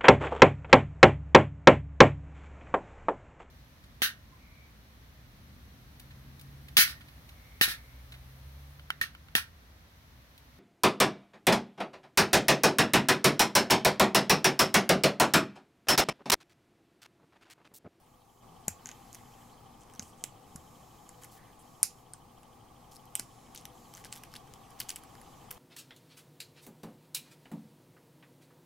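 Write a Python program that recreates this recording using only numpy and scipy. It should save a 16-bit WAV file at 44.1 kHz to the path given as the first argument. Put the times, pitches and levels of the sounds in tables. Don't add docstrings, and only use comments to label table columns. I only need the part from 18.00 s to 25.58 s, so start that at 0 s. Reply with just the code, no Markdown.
import sys
import numpy as np
from scipy import signal
from scipy.fft import rfft, irfft
from scipy.io import wavfile
from scipy.ndimage import uniform_filter1d

SR = 44100
rng = np.random.default_rng(int(sys.argv[2]) if len(sys.argv) > 2 else 0)


def output_pcm(signal):
    pcm = np.clip(np.atleast_2d(signal).T, -1, 1) * 32767
    wavfile.write(sys.argv[1], SR, np.round(pcm).astype(np.int16))


N = 334278


def gain_of(db):
    return 10 ** (np.asarray(db) / 20)


def unit(x):
    return x / np.sqrt(np.sum(x ** 2) + 1e-30)


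def read(points, hz):
    f, value = np.transpose(points)
    return np.interp(np.log(hz + 1), np.log(f + 1), value)


def add(mix, s, sound):
    part = mix[..., round(s * SR):][..., :sound.shape[-1]]
    part += sound[..., :part.shape[-1]]


def resonate(x, hz, width):
    return signal.lfilter(*signal.iirpeak(min(hz, .49 * SR), hz / width, SR), x)


def modes(table, t, rise_ms=0.11):
    ring = sum((-1) ** k * gain_of(db - 60 * 1000 * t / t60) * np.sin(2 * np.pi * hz * t)
               for k, (hz, t60, db) in enumerate(table))
    return unit(ring * (1 - np.exp(-t * 1000 / rise_ms)))


def noise(density, correlation):
    hz, t = np.fft.rfftfreq(1024, 1 / SR), np.arange(N // 256 + 5) * 256 / SR
    a, b, c, d = rng.standard_normal((len(t), 513, 4)).T
    shared = np.clip(correlation * np.ones(513), -1, 1)[:, None]
    left = a + 1j * b
    right = shared * left + np.sqrt(1 - shared ** 2) * (c + 1j * d)
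    spectra = np.array([left, right]) * gain_of(density(hz[:, None], t) + 17)
    return signal.istft(spectra, nperseg=1024, noverlap=768)[1][:, :N]


def ventilation():
    # (frequency [Hz], density [dB per Hz])
    left = [(20, -88), (40, -81.5), (80, -99.5), (125, -81), (220, -86), (480, -89), (570, -94.5),
            (790, -79), (900, -87), (1120, -99), (1250, -97), (1550, -107), (2500, -106), (4000, -110),
            (16000, -130)]
    right = [(20, -95.5), (40, -83), (80, -91.5), (125, -83.5), (220, -88.5), (300, -87), (400, -93.5),
             (500, -92.5), (650, -99), (850, -88.5), (960, -95.5), (1130, -81.5), (1400, -103),
             (2500, -106), (16000, -130)]
    # (frequency [Hz], correlation [0-1])
    likeness = [(25, 1), (60, 1), (300, 0.76), (650, 0.58), (1000, 1), (1500, 0.69), (3000, 1)]
    return noise(lambda hz, t: np.array([read(left, hz), read(right, hz)]),
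                 read(likeness, np.fft.rfftfreq(1024, 1 / SR)))


def mains_hum():
    # (frequency [Hz], level [dB], bandwidth [Hz])
    lines = [(118.3, -68, 10), (239.5, -71.5, 2.8), (497.7, -74, 7.3)]
    hum = np.zeros(N)
    for hz, db, width in lines:
        tone = resonate(rng.standard_normal(N), hz, width)
        hum += gain_of(db) * tone / tone.std()
    return hum * gain_of([[1], [-1]])


def cricket(db=-71, chirps_per_s=12.9, stroke_beats=0.063, waver_rad=1.2):
    # (time [s], lag [beats])
    lag = [(.4, -0.15), (.41, 0.33), (1.3, 0.27), (1.8, 0.52), (3.5, 0.59), (3.7, 0.43), (5, 0.49),
           (7, 0.67)]
    # (offset [beats], level [dB])
    strokes = [(-.17, -4.5), (0, 4.5), (.16, -4.5)]
    # (frequency [Hz], level [dB])
    wing = [(3090, -1), (3330, -5.5)]
    t = np.arange(N) / SR
    beat = chirps_per_s * t - np.interp(t, *np.transpose(lag))
    pulses = sum(gain_of(g) * np.exp(-(((beat - at + .5) % 1 - .5) / stroke_beats) ** 2)
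                 for at, g in strokes)
    wander = uniform_filter1d(rng.standard_normal((len(wing), N)), 400, 1)
    tone = sum(gain_of(g) * np.sin(2 * np.pi * hz * t + waver_rad * drift / drift.std())
               for (hz, g), drift in zip(wing, wander))
    return gain_of(db) * pulses * tone / tone.std()


def background():
    # (frequency [Hz], density [dB per Hz])
    hiss_spectrum = [(1000, -116), (4000, -110), (6000, -108), (10000, -111), (14000, -115), (15000, -119),
                     (16000, -124)]
    # (time [s], level [dB])
    level = [(.41, -5), (.43, 1.6), (1.3, 1.5), (3.83, 0.3), (3.87, -1.5), (5.1, 0.8), (7.58, 3)]
    air, hum = ventilation(), mains_hum()
    hiss = noise(lambda hz, t: read(hiss_spectrum, hz), correlation=0.1)
    level_db = np.interp(np.arange(N) / SR, *np.transpose(level))
    return gain_of(level_db) * (air + hum + cricket() + hiss)


def motor():
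    # (start [s], end [s], step rate [Hz], level [dB])
    runs = [(0.276, 0.423, 260, -76), (0.755, 1.587, 250, -69.5), (2.387, 3.43, 215, -69.5),
            (3.59, 4.06, 234.2, -70), (5.103, 5.695, 180, -71), (5.717, 6.063, 260, -67.5),
            (7.048, 7.507, 260, -70.5)]
    # (frequency [Hz], bandwidth [Hz], level [dB])
    housing = [(3880, 140, -9), (5400, 50, 0.5), (6006, 300, -6.5), (6950, 780, -2), (7700, 200, 0.5),
               (9900, 890, -6.5), (11600, 500, -20), (12100, 400, -2.5)]
    out = np.zeros(N)
    for start, end, rate_hz, db in runs:
        t = np.arange(round((end - start) * SR)) / SR
        steps = sum(np.cos(2 * np.pi * k * rate_hz * t + 0.96 * rng.standard_normal())
                    for k in range(12, 66))
        scratch = rng.standard_normal(len(t)) * (0.25 + np.exp(-(rate_hz * t % 1) / .3))
        drive = unit(steps) + gain_of(-6) * unit(scratch)
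        buzz = sum((-1) ** k * gain_of(g) * resonate(drive, hz, width)
                   for k, (hz, width, g) in enumerate(housing))
        add(out, start, gain_of(db) * unit(buzz) * np.sqrt(len(t)) * signal.windows.tukey(len(t), .3))
    return out


def room(x):
    # (frequency [Hz], t60 [s])
    decay = [(1000, 0.091), (2600, 0.22), (7000, 0.19), (15000, 0.13)]
    # (delay [ms], level [dB])
    echoes = [(3.9, -6), (5.8, -14.5), (9.8, -11.5)]
    # (frequency [Hz], gain [dB])
    walls = [(1000, 1.5), (3000, -8.5), (5500, -11), (9000, -11.5), (15000, -3)]
    taps = np.zeros((2, 16000))
    slots = np.arange(60, 15900, 12)
    arrivals = slots + rng.integers(0, 12, (2, len(slots)))
    np.put_along_axis(taps, arrivals, rng.choice([-1., 1.], arrivals.shape), 1)
    taps[1] = taps[0] + 1.1 * taps[1]
    hz, t, spectra = signal.stft(taps, SR, nperseg=256)
    absorption = gain_of(-60 * t / read(decay, hz)[:, None])
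    tail = unit(signal.istft(spectra * absorption, SR, nperseg=256)[1])
    for ms, db in echoes:
        tail[:, round(ms * SR / 1000)] += gain_of(db)
    grid = np.linspace(0, SR / 2, 65)
    colour = signal.minimum_phase(signal.firwin2(127, grid, gain_of(2 * read(walls, grid)), fs=SR))
    return signal.fftconvolve(x, signal.lfilter(colour, 1, tail), axes=1)[:, :N]


def finger_rub(light_db=-73.5, dulling=.3):
    # (time [s], level [dB])
    touch = [(0.0, -72.5), (0.42, -83), (0.8, -65), (1.41, -63), (1.71, -74.5), (2.15, -70), (3.46, -69),
             (4.16, -77.5), (4.73, -78), (5.38, -69), (5.95, -68), (6.21, -64), (6.33, -69), (6.86, -60.5),
             (7.18, -67), (7.58, -61)]

    def density(hz, t):
        patches = rng.standard_normal((len(t), 513)).T
        patches = uniform_filter1d(uniform_filter1d(patches, 20, 0), 6, 1)
        octaves = np.log2((hz + 1) / 2000)
        level_db = np.interp(t, *np.transpose(touch))
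        tilt = -0.75 - dulling * (level_db - light_db)
        colour_db = tilt * np.maximum(octaves, 0) + 14 * np.minimum(octaves + 0.33, 0)
        return level_db - 39.5 + colour_db + 3.3 * patches / patches.std()
    return noise(density, correlation=1.0)


def table_thump(db, hz, t60_ms, knock_db):
    # (frequency [Hz], t60 [ms], level [dB])
    wood_modes = [(346, 8.5, 8), (680, 7.3, 10.5), (840, 14, 6.5)]
    t = np.arange(5000) / SR
    push = np.sin(2 * np.pi * hz * t) * gain_of(-6e4 * t / t60_ms) * (1 - np.exp(-t / 0.0019))
    wobble = np.sin(2 * np.pi * 0.468 * hz * t) * np.exp(-((t - .035) / 0.024) ** 2)
    knock = modes(wood_modes, t)
    return gain_of(db) * (push + gain_of(-23) * wobble + gain_of(knock_db) * knock / abs(knock).max())


def scrape(start, end, db, hz, octaves, grit, slips_per_s=1800):
    n = round((end - start) * SR) + 8
    sizes = rng.exponential(1, n) ** 1.3
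    slips = sizes * (rng.random(n) < slips_per_s / SR) * rng.choice([-1, 1], n)
    drive = (1 - grit) * unit(rng.standard_normal(n)) + grit * unit(slips)
    band = np.exp(-(np.log2((np.fft.rfftfreq(n, 1 / SR) + 1) / hz) / octaves) ** 2)
    envelope = signal.windows.tukey(n, .3) * gain_of(np.linspace(2.5, -2.5, n))
    return gain_of(db) * np.sqrt(n) * unit(irfft(rfft(drive) * band, n)) * envelope


def grip_ticks(start, end, db, gap_s=0.015, spread_db=6.5):
    jitter, size, ring, low, length = rng.random((30, 5)).T
    times = start + gap_s * (np.arange(30) + 0.73 * jitter)
    levels = db + spread_db * (2 * size - 1)
    ticks = zip(times, levels, 4500 * 3.05 ** ring, 1400 * 1.5 ** low, 1.2 * (.3 + 1.5 * length))
    return [(s, level, ring_hz, 0, low_hz, 1, -7, ms)
            for s, level, ring_hz, low_hz, ms in ticks if s < end]


def brick_click(db, ring_hz, lead_db, low_hz, low_db, high_db, contact_ms):
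    # (frequency [Hz], t60 [ms], level [dB])
    mode_groups = [
        [(1150, 3.3, -3), (1660, 3.5, 5.5), (2176, 4.3, 1), (3100, 5, 3.5), (3790, 1.2, 9)],
        [(4500, 3.8, 0), (5470, 2.7, 3.5), (7860, 1.9, 7.5), (8880, 4.9, -2)],
        [(10600, 3.1, 10), (11500, 2.2, 5.5), (12450, 3, 6), (13100, 4.2, -4.5)],
    ]
    ring_t60_ms = 3.8
    off_axis_db, contrast, blur_ms = -8.5, 0.78, .8
    t = np.arange(600) / SR
    contact = rng.standard_normal(600) * np.exp(-(t * 1000 / max(contact_ms, .05)) ** 2)
    contact[0] = 3.3
    detune = rng.uniform(0.94, 1.03, (3, 5))
    pan_db = 1 - 2 * rng.standard_normal()
    out = np.zeros((2, 600))
    for group, (table, group_db) in enumerate(zip(mode_groups, (low_db, 0, high_db))):
        table = [(hz * shift, t60, g) for (hz, t60, g), shift in zip(table, detune[group])]
        if group == 0:
            table = [(hz, t60, g - 12 * abs(np.log2(hz / low_hz))) for hz, t60, g in table]
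        polarity = -1 if group == 0 else 1
        front = around = polarity * modes(table, t)
        if group == (2 if ring_hz > 1e4 else 1):
            ring = gain_of(lead_db) * modes([(ring_hz, ring_t60_ms, 0)], t)
            front, around = front + ring, around + gain_of(off_axis_db) * ring
        out[0] += gain_of(group_db) * unit(np.convolve(contact, front)[:600])
        out[1] += gain_of(contrast * group_db) * unit(around * np.exp(-t * 1000 / blur_ms))
    out = signal.lfilter(*signal.butter(2, 800, "high", fs=SR), out)
    sides = np.array([[.5], [-.5]])
    skew_samples = .3 * rng.standard_normal() * sides
    stereo = out[:, None] + skew_samples * np.gradient(out, axis=1)[:, None]
    return gain_of(db + pan_db * sides) * stereo


def scene():
    # (time [s], middle group level [dB], ring [Hz], ring over its group [dB],
    # low group centre [Hz], low over middle [dB], high over middle [dB], contact [ms])
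    clicks = [(0.6807, -13.5, 6900, 9, 2000, -17, -2, 2.4),
              (0.6819, -2, 7270, 25, 2020, -19.5, -10.5, 0.51),
              (0.858, -16, 6660, 31, 2020, -12.5, -19, 0.15), (0.871, -23, 6800, 21, 2670, -9, -10, 0.16),
              (0.8899, -19.5, 6600, 31, 2020, -7, -17, 0.19),
              (0.915, -24.5, 6750, 22, 2560, -4.5, -18, 0.31),
              (1.1295, -26.5, 7000, 10, 1420, -27, -7, 0.17), (1.1472, -25, 6500, 8, 2850, -10, -1.5, 0.26),
              (1.1521, -30, 14080, 0, 2770, -3, -1, 0.38), (1.937, -32.5, 6070, 7, 1980, -7, -9, 0.2),
              (1.9509, -35, 6030, 8, 1340, -7, -7, 0.1), (1.9597, -36, 6030, 7, 1890, -12, -10, 0.6),
              (1.9954, -11.5, 6540, 34, 1920, -15.5, -20, 0.22),
              (2.025, -28.5, 6300, -12, 2800, -4.5, -9, 0.89),
              (2.2396, -8, 7600, 19, 2830, -11.5, -8.5, 0.49), (2.5588, -22.5, 7330, 6, 1310, -12, -2, 3.5),
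              (3.0917, -26.5, 7300, 2, 1550, -23, -3.5, 0.72), (3.2353, -28.5, 7620, 8, 3140, -5, -6, 0.66),
              (3.244, -26.5, 9000, 10, 2110, -11, -7, 1.3), (3.248, -36, 12750, 3, 2120, 1, 5, 0.62),
              (3.8304, 7.5, 9100, 10, 2092, -28, -12, 0.14),
              (4.1355, -18, 8640, 13, 1360, -18.5, -30, 0.82),
              (4.3844, -47.5, 9140, -3.5, 1950, 3.5, -3.5, 1.4), (4.432, -40.5, 8830, 6, 2580, 0, -7, 2),
              (4.806, -46.5, 4940, 4, 1820, -4.5, -17, 1.2), (4.9206, -37, 5470, 15, 1340, -24, -2, 0.33),
              (4.9594, -32.5, 10590, 1, 1340, -20, -3, 0.19), (4.9647, -30.5, 5100, 10, 3880, -18, -3, 3.3),
              (5.055, -42, 11900, 9, 1340, -15, 3, 1.5), (5.1534, -3.5, 8340, 14.5, 3100, -12, -5.5, 0.18),
              (5.1931, -23, 8140, 9, 1370, -3, -9, 5.8), (5.1965, -9.5, 8760, 7.5, 2000, -17.5, -5, 0.29),
              (5.5478, -30, 10770, -6, 1340, -15, 1, 0.55), (5.549, -39, 13300, 10, 2700, 9.5, 13, 2),
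              (5.576, -23.5, 6700, 1, 3480, -7, -12.5, 0.088), (5.612, -38, 5560, -1, 2890, -9, 0, 0.2),
              (5.654, -23, 6150, 0, 3760, 0, -1, 0.23), (5.9384, -28, 5840, 0, 3070, -5, -4.5, 1),
              (5.9503, -25, 6260, 16, 3430, -22, -22, 0.3), (5.9716, -32.5, 7410, -4, 2580, -3, -3, 0.83),
              (6.0475, -24, 4870, -3, 2760, -22, -4, 0.29), (6.053, -42.5, 4300, -1, 1660, 14, -2, 3.7),
              (6.1262, -15.5, 5370, -9, 2900, -6.5, -14, 0.1), (6.1557, -36, 11240, 4.5, 2410, -6, 3, 1.2),
              (6.1734, -38, 11540, 5, 3860, 6, 8, 2.1), (6.2352, -27.5, 13200, 0, 2300, 1, 0, 3.6),
              (6.3392, -26.5, 4470, 9, 1920, -2, -6.5, 0.52), (6.3525, -33.5, 10510, -2, 3100, 8, 1, 3.3),
              (6.3614, -32.5, 4500, -14, 3530, 9, -10, 0.75), (6.3654, -24.5, 4400, 3, 3660, -14, -4, 1.2),
              (6.5377, -29.5, 7130, -2, 3320, -4.5, -6, 0.092),
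              (6.7056, -39.5, 11000, 2.5, 3400, -9, 2.5, 2.8), (6.8018, -14, 13600, 8, 1720, -10.5, 3, 2.1),
              (6.8057, -16.5, 4800, 14, 3230, -1, -3, 0.73),
              (6.8154, -20.5, 4340, 17, 3570, 0.5, -18, 0.15),
              (6.8926, -11.5, 7100, -3, 2520, -10, -11.5, 0.37),
              (6.9024, -15.5, 11000, -3, 3000, -4, -2.5, 3.4),
              (6.905, -17.5, 4600, 5, 2890, -28, -21, 0.11), (6.9594, -19, 7840, 25, 2820, -6.5, 0, 2),
              (6.9647, -27.5, 4700, 2, 2560, 0.5, -8, 0.82), (7.036, -38, 10120, -5, 1420, 2.5, 5.5, 1.5),
              (7.1536, -37.5, 4640, 11, 1340, 1, -8, 0.78), (7.2147, -37.5, 10600, -5, 2020, 0, 5, 1),
              (7.5072, -25.5, 10200, -17, 3100, -1.5, 2.5, 2.8),
              (7.5118, -26.5, 13650, 10, 1870, 2.5, 11.5, 1.9)]
    # (start [s], end [s], level [dB])
    flurries = [(1.797, 1.813, -56), (1.876, 1.945, -48), (3.083, 3.097, -42), (3.216, 3.245, -44),
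                (5.977, 5.999, -35.5), (6.038, 6.05, -36), (6.156, 6.179, -40), (6.469, 6.48, -43.5),
                (7.148, 7.166, -38)]
    # (start [s], end [s], level [dB], centre [Hz], width [octaves], grit [0-1])
    slides = [(0.859, 0.933, -64, 2470, 1.4, 0.8), (1.135, 1.16, -59, 7000, 0.83, 0.3),
              (1.792, 1.843, -66, 6900, 0.54, 0.8), (2.007, 2.12, -62, 7700, 0.71, 0.47),
              (2.167, 2.26, -69.5, 7150, .5, 0), (3.211, 3.264, -61, 5960, 2.7, 0.2),
              (3.307, 3.392, -61.5, 8800, 2.1, 0), (3.35, 3.544, -69.5, 1830, 0.27, 0.26),
              (3.587, 3.632, -65, 9000, 0.46, 0.2), (4.91, 4.969, -61.5, 7100, 1, 1),
              (5.546, 5.612, -55.5, 4940, 0.98, 0.8), (5.937, 6.025, -61, 4500, 2.1, 0.4),
              (6.045, 6.073, -54.5, 3980, 1.6, 0.2), (6.114, 6.196, -54, 4960, 1.9, 0.75),
              (6.24, 6.27, -67, 5000, 2.1, 0.7), (6.31, 6.394, -63.5, 4000, 1.6, 0.9),
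              (6.472, 6.492, -73, 4000, 2.1, 0.5), (6.787, 6.841, -53.5, 5000, 1, 0.2),
              (6.882, 6.932, -50, 5000, 2.1, 0.96), (6.952, 6.996, -59, 6000, 3.7, 0.2),
              (7.505, 7.56, -58.5, 8000, 2.3, 1)]
    # (time [s], level [dB], frequency [Hz], t60 [ms], relative knock level [dB])
    pushes = [(0.68, -24, 191, 27, -5), (1.994, -29.5, 196, 24, -16), (2.024, -41, 231, 32, -8),
              (2.24, -34.5, 304, 10, -8), (2.554, -29, 166, 28, -25), (5.1955, -34.5, 260, 20, -9.5),
              (5.653, -37, 124, 18, -29), (6.054, -48, 126, 45, 2)]
    direct, to_walls, table = np.zeros((2, N)), np.zeros((2, N)), np.zeros(N)
    ticks = [tick for span in flurries for tick in grip_ticks(*span)]
    for s, *impact in clicks + ticks:
        front, around = brick_click(*impact)
        add(direct, s, front)
        add(to_walls, s, around)
    for start, *friction in slides:
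        slide = scrape(start, *friction)
        add(direct, start, slide)
        add(to_walls, start, slide)
    for s, *push in pushes:
        add(table, s, table_thump(*push))
    return direct + room(to_walls) + table + finger_rub() + motor() + background()


def record(dry, edge_hz=15900):
    lowpass = signal.firwin(255, edge_hz, window=("kaiser", 9), fs=SR)
    return signal.oaconvolve(dry, lowpass[None], "same")


dry = scene()
out = record(dry)
output_pcm(out)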